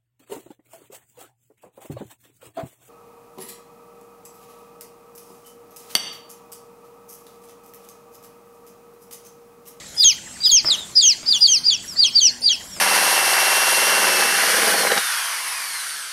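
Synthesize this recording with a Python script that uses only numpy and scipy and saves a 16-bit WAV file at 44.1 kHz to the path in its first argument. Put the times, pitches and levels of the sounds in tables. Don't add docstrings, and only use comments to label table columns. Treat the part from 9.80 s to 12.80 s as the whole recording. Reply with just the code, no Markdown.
import sys
import numpy as np
from scipy import signal
from scipy.fft import rfft, irfft
from scipy.io import wavfile
from scipy.ndimage import uniform_filter1d

SR = 44100
rng = np.random.default_rng(int(sys.argv[2]) if len(sys.argv) > 2 else 0)


def ratio_of_db(decibels):
    return 10 ** (np.asarray(decibels, float) / 20)


def store_wav(level_fs):
    pcm = np.round(np.clip(np.atleast_2d(level_fs), -1, 1) * 32767)
    wavfile.write(sys.argv[1], SR, pcm.T.astype(np.int16))


N = 132300

# (f/Hz, level/dB)
FIZZ = [(9550, 0.5), (9700, -15.5), (11900, 1.5), (12100, -13), (15600, -12)]
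# (low f/Hz, high f/Hz)
FIZZ_BANDS = [(8750, 9600), (9600, 12000), (12000, 15750)]


def read(points, hz):
    f, value = np.transpose(points)
    return np.interp(np.log(hz + 1), np.log(f + 1), value)


def evened(x):
    return x / np.sqrt(np.mean(x ** 2) + 1e-20)


def add(mix, s, sound):
    part = mix[round(s * SR):][:len(sound)]
    part += sound[:len(part)]


def band_noise(lo_hz, hi_hz):
    return signal.lfilter(*signal.butter(2, [lo_hz, hi_hz], "band", fs=SR), rng.standard_normal(N))


def patchy_noise(table, lo_hz, hi_hz, patch_db, patch_bins, patch_frames):
    frames, hz = N // 128 + 5, np.fft.rfftfreq(512, 1 / SR)
    a, b, patches = rng.standard_normal((3, len(hz), frames))
    patches = uniform_filter1d(patches, size=patch_bins, axis=0)
    patches = evened(uniform_filter1d(patches, size=patch_frames, axis=1))
    level_db = read(table, hz)[:, None] + patch_db * patches
    inside = ((hz > lo_hz) & (hz < hi_hz))[:, None]
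    z = (a + 1j * b) * ratio_of_db(level_db) * inside
    return evened(signal.istft(z, nperseg=512, noverlap=384)[1][:N])


def hum():
    # (f/Hz, level/dB)
    tones = [(194, -62), (243, -57), (338, -66), (582, -65), (873, -64)]
    t, out = np.arange(N) / SR, np.zeros(N)
    for f, db in tones:
        waver = evened(uniform_filter1d(rng.standard_normal(N), size=8000))
        out += ratio_of_db(db + 4.3 * waver) * np.sin(2 * np.pi * f * t)
    return out


def hiss():
    # (f/Hz, level/dB)
    colour = [(18, -44), (30, -14), (109, -3), (163, -16.5), (238, -28.5), (409, -11.5), (3160, -12),
              (4950, -11), (8300, -6.5), (10800, -30), (18300, -120)]
    fizz_from_hz, whine_hz = FIZZ_BANDS[0][0], 7400
    rumble = ratio_of_db(-50.5) * evened(band_noise(40, 300))
    main = ratio_of_db(-40.5) * patchy_noise(colour, 90, fizz_from_hz, 3.2, 6, 25)
    fizz = ratio_of_db(-45.5) * patchy_noise(FIZZ, fizz_from_hz, SR, 1.0, 30, 20)
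    whine = ratio_of_db(-48.5) * patchy_noise(colour, whine_hz - 250, whine_hz + 250, 3.1, 3, 30)
    return rumble + main + fizz + whine


def bumps():
    # (time/s, level/dB)
    thumps = [(.265, -34), (.74, -33.5)]
    t, width_s = np.arange(N) / SR, 0.012
    return sum(ratio_of_db(db) * np.exp(-((t - s) / width_s) ** 2) for s, db in thumps)


def knock(db, bright_db):
    # (f/Hz, level/dB, time to fall 60 dB/s)
    board = [(140, -4, 0.063), (324, -7, 0.043), (610, -7, 0.051), (1340, 2.5, 0.01), (2090, -3.5, 0.0088)]
    t = np.arange(0, .25, 1 / SR)
    ring = np.zeros(len(t))
    for f, level_db, t60 in board:
        tilt_db = bright_db * np.log2(f / 500)
        ring += ratio_of_db(level_db + tilt_db - 60 * t / t60) * np.sin(2 * np.pi * f * t)
    rattle = band_noise(120, 2200)[:len(t)] * ratio_of_db(-9 - 60 * t / .6)
    tick = ratio_of_db(-3 - 60 * t / .008) * rng.standard_normal(len(t))
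    onset = np.minimum(t * 1400, 1)
    return ratio_of_db(db) * (onset * (ring / 2 + rattle) + tick)


def whistle(hz, partials_db, breath_db, breath_hz):
    turns = 2 * np.pi * np.cumsum(hz) / SR
    veil = signal.lfilter(*signal.butter(2, breath_hz, fs=SR), rng.standard_normal((2, len(hz))))
    veil = ratio_of_db(breath_db) * evened(veil)
    tone = np.zeros(len(hz))
    for k, db in enumerate(partials_db, 1):
        tone += ratio_of_db(db) * ((1 + veil[0]) * np.sin(k * turns) + veil[1] * np.cos(k * turns))
    i = np.arange(len(hz))
    edge = np.minimum(np.minimum(i, i[::-1]) / (0.001 * SR), 1)
    return edge * tone * np.sqrt(2)


def faint(length, top_hz, end_hz, db, second_db):
    arch_at, arch_hz = 0.208, 267
    u = np.arange(0, 1, 1 / (length * SR))
    rise = np.maximum(1 - u / arch_at, 0)
    sag = np.maximum(u - arch_at, 0) / (1 - arch_at)
    hz = top_hz - arch_hz * rise ** 2 + (end_hz - top_hz) * sag ** 1.15
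    overtone_db = db + second_db - 30 * (hz > 4100)
    voice = whistle(hz, [db, overtone_db], breath_db=-12, breath_hz=130)
    return np.sin(np.pi * u) ** 0.5 * ratio_of_db(-5.0 * u) * voice


def huddle(mix):
    # (start/s, length/s, top f/Hz, end f/Hz, level/dB)
    faint_peeps = [(0.14, 0.033, 3350, 3150, -44.5), (0.164, 0.048, 5060, 5050, -27.5),
                   (.18, .006, 6000, 5130, -23), (0.177, 0.13, 3570, 3450, -30),
                   (0.631, 0.053, 3990, 2990, -20.5), (0.603, 0.055, 4795, 4450, -27),
                   (0.852, 0.055, 4860, 5120, -24), (0.964, 0.095, 3820, 3370, -33),
                   (1.116, 0.057, 4330, 3600, -44), (1.152, 0.044, 5580, 5000, -24),
                   (1.153, 0.027, 4580, 4300, -27), (1.176, 0.0427, 4780, 4210, -15),
                   (1.228, 0.041, 3450, 2667, -19), (1.415, 0.065, 5000, 4470, -42),
                   (1.455, 0.036, 5220, 5180, -30.5), (1.484, 0.026, 3820, 3420, -36),
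                   (1.835, .03, 5170, 5080, -32), (2.165, .032, 5150, 5030, -27), (2.617, .03, 5150, 5050, -27),
                   (2.074, 0.077, 5680, 4400, -31), (2.325, 0.051, 5390, 4900, -30),
                   (1.609, .02, 5700, 5100, -23), (2.912, 0.086, 5620, 4530, -37.5)]
    # (start/s, level/dB)
    chirrs = [(0.229, -41.5), (0.373, -44), (0.464, -40), (0.554, -42), (0.659, -43), (1.164, -45.5),
              (1.334, -42), (2.036, -42.5), (2.154, -42.5), (2.709, -40.5), (2.801, -41.5)]
    for s, length, top_hz, end_hz, db in faint_peeps:
        add(mix, s, faint(length, top_hz, end_hz, db, second_db=-9))
    for s, db in chirrs:
        add(mix, s, faint(0.02544, 2034, 1240, db, second_db=-35))


def shrill():
    # (start/s, length/s, then level/dB in each of the three fizz bands)
    bursts = [(0.152, 0.068, -35.5, -47, -63), (.195, 0.15, -46, -35, -43), (0.658, 0.087, -45, -33, -37),
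              (.895, 0.11, -41.5, -41, -57), (1.175, 0.15, -38, -73, -44), (1.5, 0.13, -36.5, -47, -47),
              (1.639, 0.17, -36, -42.5, -51), (1.825, 0.13, -41.5, -62, -57),
              (2.058, 0.089, -56, -43.5, -54), (2.196, 0.11, -39.5, -59, -55),
              (2.379, .093, -47.5, -44, -47), (2.614, 0.048, -33, -61, -62), (2.66, 0.11, -40.5, -63, -54),
              (2.846, 0.21, -57, -43.5, -62)]
    t, out = np.arange(N) / SR, np.zeros(N)
    for k, (lo, hi) in enumerate(FIZZ_BANDS):
        level = sum(ratio_of_db(dbs[k]) * ((t > s) & (t < s + length)) for s, length, *dbs in bursts)
        out += level * patchy_noise(FIZZ, lo, hi, 0.57, 30, 60)
    return out


def peep(rows, third_db):
    # (f/Hz, level/dB)
    beak = [(2000, -8.5), (3200, -4), (4800, 8), (6400, -3.5), (7300, -43), (8000, -10), (14000, -59)]
    glide = round(.0025 * SR)
    s, *columns = np.transpose(rows)
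    t = np.arange(s[0], s[-1], 1 / SR)
    hz, first, second = (uniform_filter1d(np.interp(t, s, c), size=glide, mode="nearest")
                         for c in columns)
    third = second + third_db + read(beak, 3 * hz)
    return s[0], whistle(hz, [first, second, third], breath_db=-22, breath_hz=600)


def near_chicks(mix):
    # (time/s, pitch f/Hz, first partial level/dB, second level/dB)
    long_peeps = [
        [(0.18, 5078, -28, -52), (0.208, 4900, -11, -48), (0.224, 4716, -15, -36), (0.236, 3943, -9.5, -24.5),
         (0.247, 3307, -15.5, -10.5), (0.28, 3186, -19, -9.5), (0.297, 2945, -21, -12.5),
         (0.313, 2480, -30, -18.5), (0.333, 2020, -36, -29)],
        [(0.636, 4794, -19.5, -54), (0.664, 5010, -11, -55), (0.69, 4800, -21, -47), (0.699, 4455, -10, -47),
         (0.708, 3740, -22, -28), (0.72, 3320, -18, -11.5), (0.756, 3168, -24.5, -10),
         (0.785, 2540, -28.5, -12), (0.812, 2030, -46, -29.5)],
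        [(1.153, 4869, -25, -50), (1.172, 5055, -8.5, -64), (1.204, 4595, -12.5, -43),
         (1.215, 3769, -20.5, -25.5), (1.232, 3302, -17, -15), (1.276, 3127, -25, -9.5),
         (1.295, 2801, -22.5, -11), (1.322, 2217, -42, -16.4), (1.336, 2010, -37, -25.5)],
        [(1.606, 4873, -23.5, -50), (1.626, 4972, -9, -55), (1.663, 4384, -9, -50), (1.672, 3554, -27, -28),
         (1.684, 3255, -18.5, -20), (1.722, 3117, -25, -13), (1.745, 2790, -25, -13.5),
         (1.775, 2225, -47, -16.5), (1.792, 1990, -48, -34)],
        [(2.347, 4460, -28, -46), (2.36, 4820, -9.5, -41), (2.393, 4397, -10.5, -44), (2.403, 3532, -27, -34),
         (2.418, 3202, -18.5, -17.5), (2.46, 2890, -27, -8.5), (2.475, 2662, -28, -12.5),
         (2.492, 2187, -47, -17), (2.512, 2075, -46.0, -33)],
    ]
    # (time/s, pitch f/Hz, first partial level/dB, second level/dB)
    short_peeps = [
        [(0.85, 5153, -33.1, -55), (0.868, 5380, -17, -55), (0.897, 4820, -20.5, -53),
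         (0.908, 4080, -12.1, -28), (0.925, 3576, -16.5, -27), (0.94, 3273, -20.5, -25.5),
         (0.952, 2980, -25.5, -31.5), (0.962, 2700, -35, -38)],
        [(1.46, 4323, -28.5, -56.4), (1.487, 4980, -15, -55), (1.519, 4685, -15.5, -58),
         (1.526, 4420, -8.5, -55), (1.53, 3656, -20.5, -36), (1.549, 3403, -14.5, -25),
         (1.572, 2880, -25, -24.5), (1.588, 2760, -35.7, -36)],
        [(1.834, 4289, -31.5, -56.7), (1.865, 4963, -14.5, -55), (1.894, 4640, -11.5, -55),
         (1.901, 4430, -10.0, -52), (1.906, 3573, -22, -33), (1.925, 3380, -14.5, -24), (1.95, 2767, -28, -21),
         (1.968, 2580, -41, -35)],
        [(2.16, 4276, -35, -58), (2.196, 4830, -12.5, -57), (2.222, 4565, -14, -55), (2.237, 4220, -8, -58.0),
         (2.241, 3310, -19.5, -22), (2.253, 3277, -13, -22), (2.272, 2800, -25.5, -20.5),
         (2.295, 2370, -38, -29)],
        [(2.617, 4315, -37, -56), (2.648, 4884, -15, -57), (2.679, 4570, -11.5, -55), (2.688, 4083, -11.5, -65),
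         (2.693, 3355, -19.5, -23), (2.71, 3246, -15, -23), (2.733, 2780, -25.5, -20.5),
         (2.757, 2463, -42.4, -32)],
    ]
    for rows in long_peeps:
        add(mix, *peep(rows, third_db=-6))
    for rows in short_peeps:
        s, sound = peep(rows, third_db=-25)
        add(mix, s, sound)
        add(mix, s + .0042, ratio_of_db(-12) * sound)


def box(x):
    # (delay/s, level/dB)
    echoes = [
        (.0016, -20),
        (.0034, -15),
        (.0061, -15),
    ]
    # (f/Hz, level/dB)
    tail_colour = [(1500, -0.5), (2500, 3), (3200, 4), (4000, -1.5), (4700, 0.5), (5800, -4.5),
                   (7500, -3.5)]
    tail_db, t60 = -16.5, 0.35
    taps = np.zeros(SR // 2)
    t = np.arange(len(taps)) / SR
    at = np.arange(300, len(taps) - 20, 20)
    taps[at + rng.integers(0, 20, len(at))] = rng.choice([-1., 1.], len(at))
    taps *= ratio_of_db(-60 * t / t60)
    hz = np.fft.rfftfreq(len(taps), 1 / SR)
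    taps = irfft(rfft(taps) * ratio_of_db(read(tail_colour, hz)), len(taps))
    taps *= ratio_of_db(tail_db) / np.linalg.norm(taps)
    taps[0] = 1
    for s, db in echoes:
        taps[round(s * SR)] += ratio_of_db(db)
    return signal.fftconvolve(x, taps / np.linalg.norm(taps))[:N]


def scene():
    # (time/s, level/dB, brightness/dB per octave)
    knocks = [
        (.846, -16.5, 2.5),
        (.884, -22, 4),
        (1.43, -28, 0),
        (2.965, -26.5, 3),
    ]
    near = np.zeros(N)
    for s, db, bright_db in knocks:
        add(near, s, knock(db, bright_db))
    huddle(near)
    near_chicks(near)
    level_db = 10 * np.log10(abs(uniform_filter1d(near ** 2, size=4000)) + 1e-9)
    duck = ratio_of_db(-0.53 * np.maximum(level_db + 17.5, 0))
    return (box(near) + (hum() + hiss()) * duck + bumps() + shrill())[None]


def roll_off(x):
    return signal.sosfilt(signal.butter(12, 16680, fs=SR, output="sos"), x)


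def record(dry):
    gap_hz = 8380
    hz, t, z = signal.stft(dry[0], SR, nperseg=512, noverlap=384)
    block = ((t - .007) * SR // 1024 + 1).astype(int)
    a, b = rng.standard_normal((2, *z.shape))
    chance = rng.standard_normal((block[-1] + 2, len(FIZZ_BANDS)))
    lucky = rng.random((block[-1] // 2 + 2, 64))
    out = z * (ratio_of_db(-25 * (hz > gap_hz)) * (hz < FIZZ_BANDS[0][0]))[:, None]

    count = np.maximum(np.bincount(block), 1)
    for k, (lo, hi) in enumerate(FIZZ_BANDS):
        inside = (hz >= lo) & (hz < hi)
        power = np.bincount(block, (abs(z[inside]) ** 2).mean(0)) / count
        level = np.sqrt(power / 2)[block] * ratio_of_db(2 * chance[block // 2, k])
        out[inside] = (a + 1j * b)[inside] * level

    power = abs(out) ** 2
    loudness = uniform_filter1d(power.sum(0), size=24)
    quiet = uniform_filter1d(power, size=5, axis=0) < ratio_of_db(-50) * loudness
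    band = (12 * np.log2(1 + hz / 1500)).astype(int)
    share = .075 * (1 + 2 * (hz > 6000) + 4 * (hz > 7700))
    reach = (hz > 1200) & (hz < gap_hz)
    hole = quiet & (lucky[block // 4][:, band].T < share[:, None]) & reach[:, None]
    out = out * ratio_of_db(-26 * uniform_filter1d(1. * hole, size=4, axis=1))
    mix = signal.istft(out, SR, nperseg=512, noverlap=384)[1][None, :N]
    return roll_off(mix)


dry = scene()
out = record(dry)
store_wav(out)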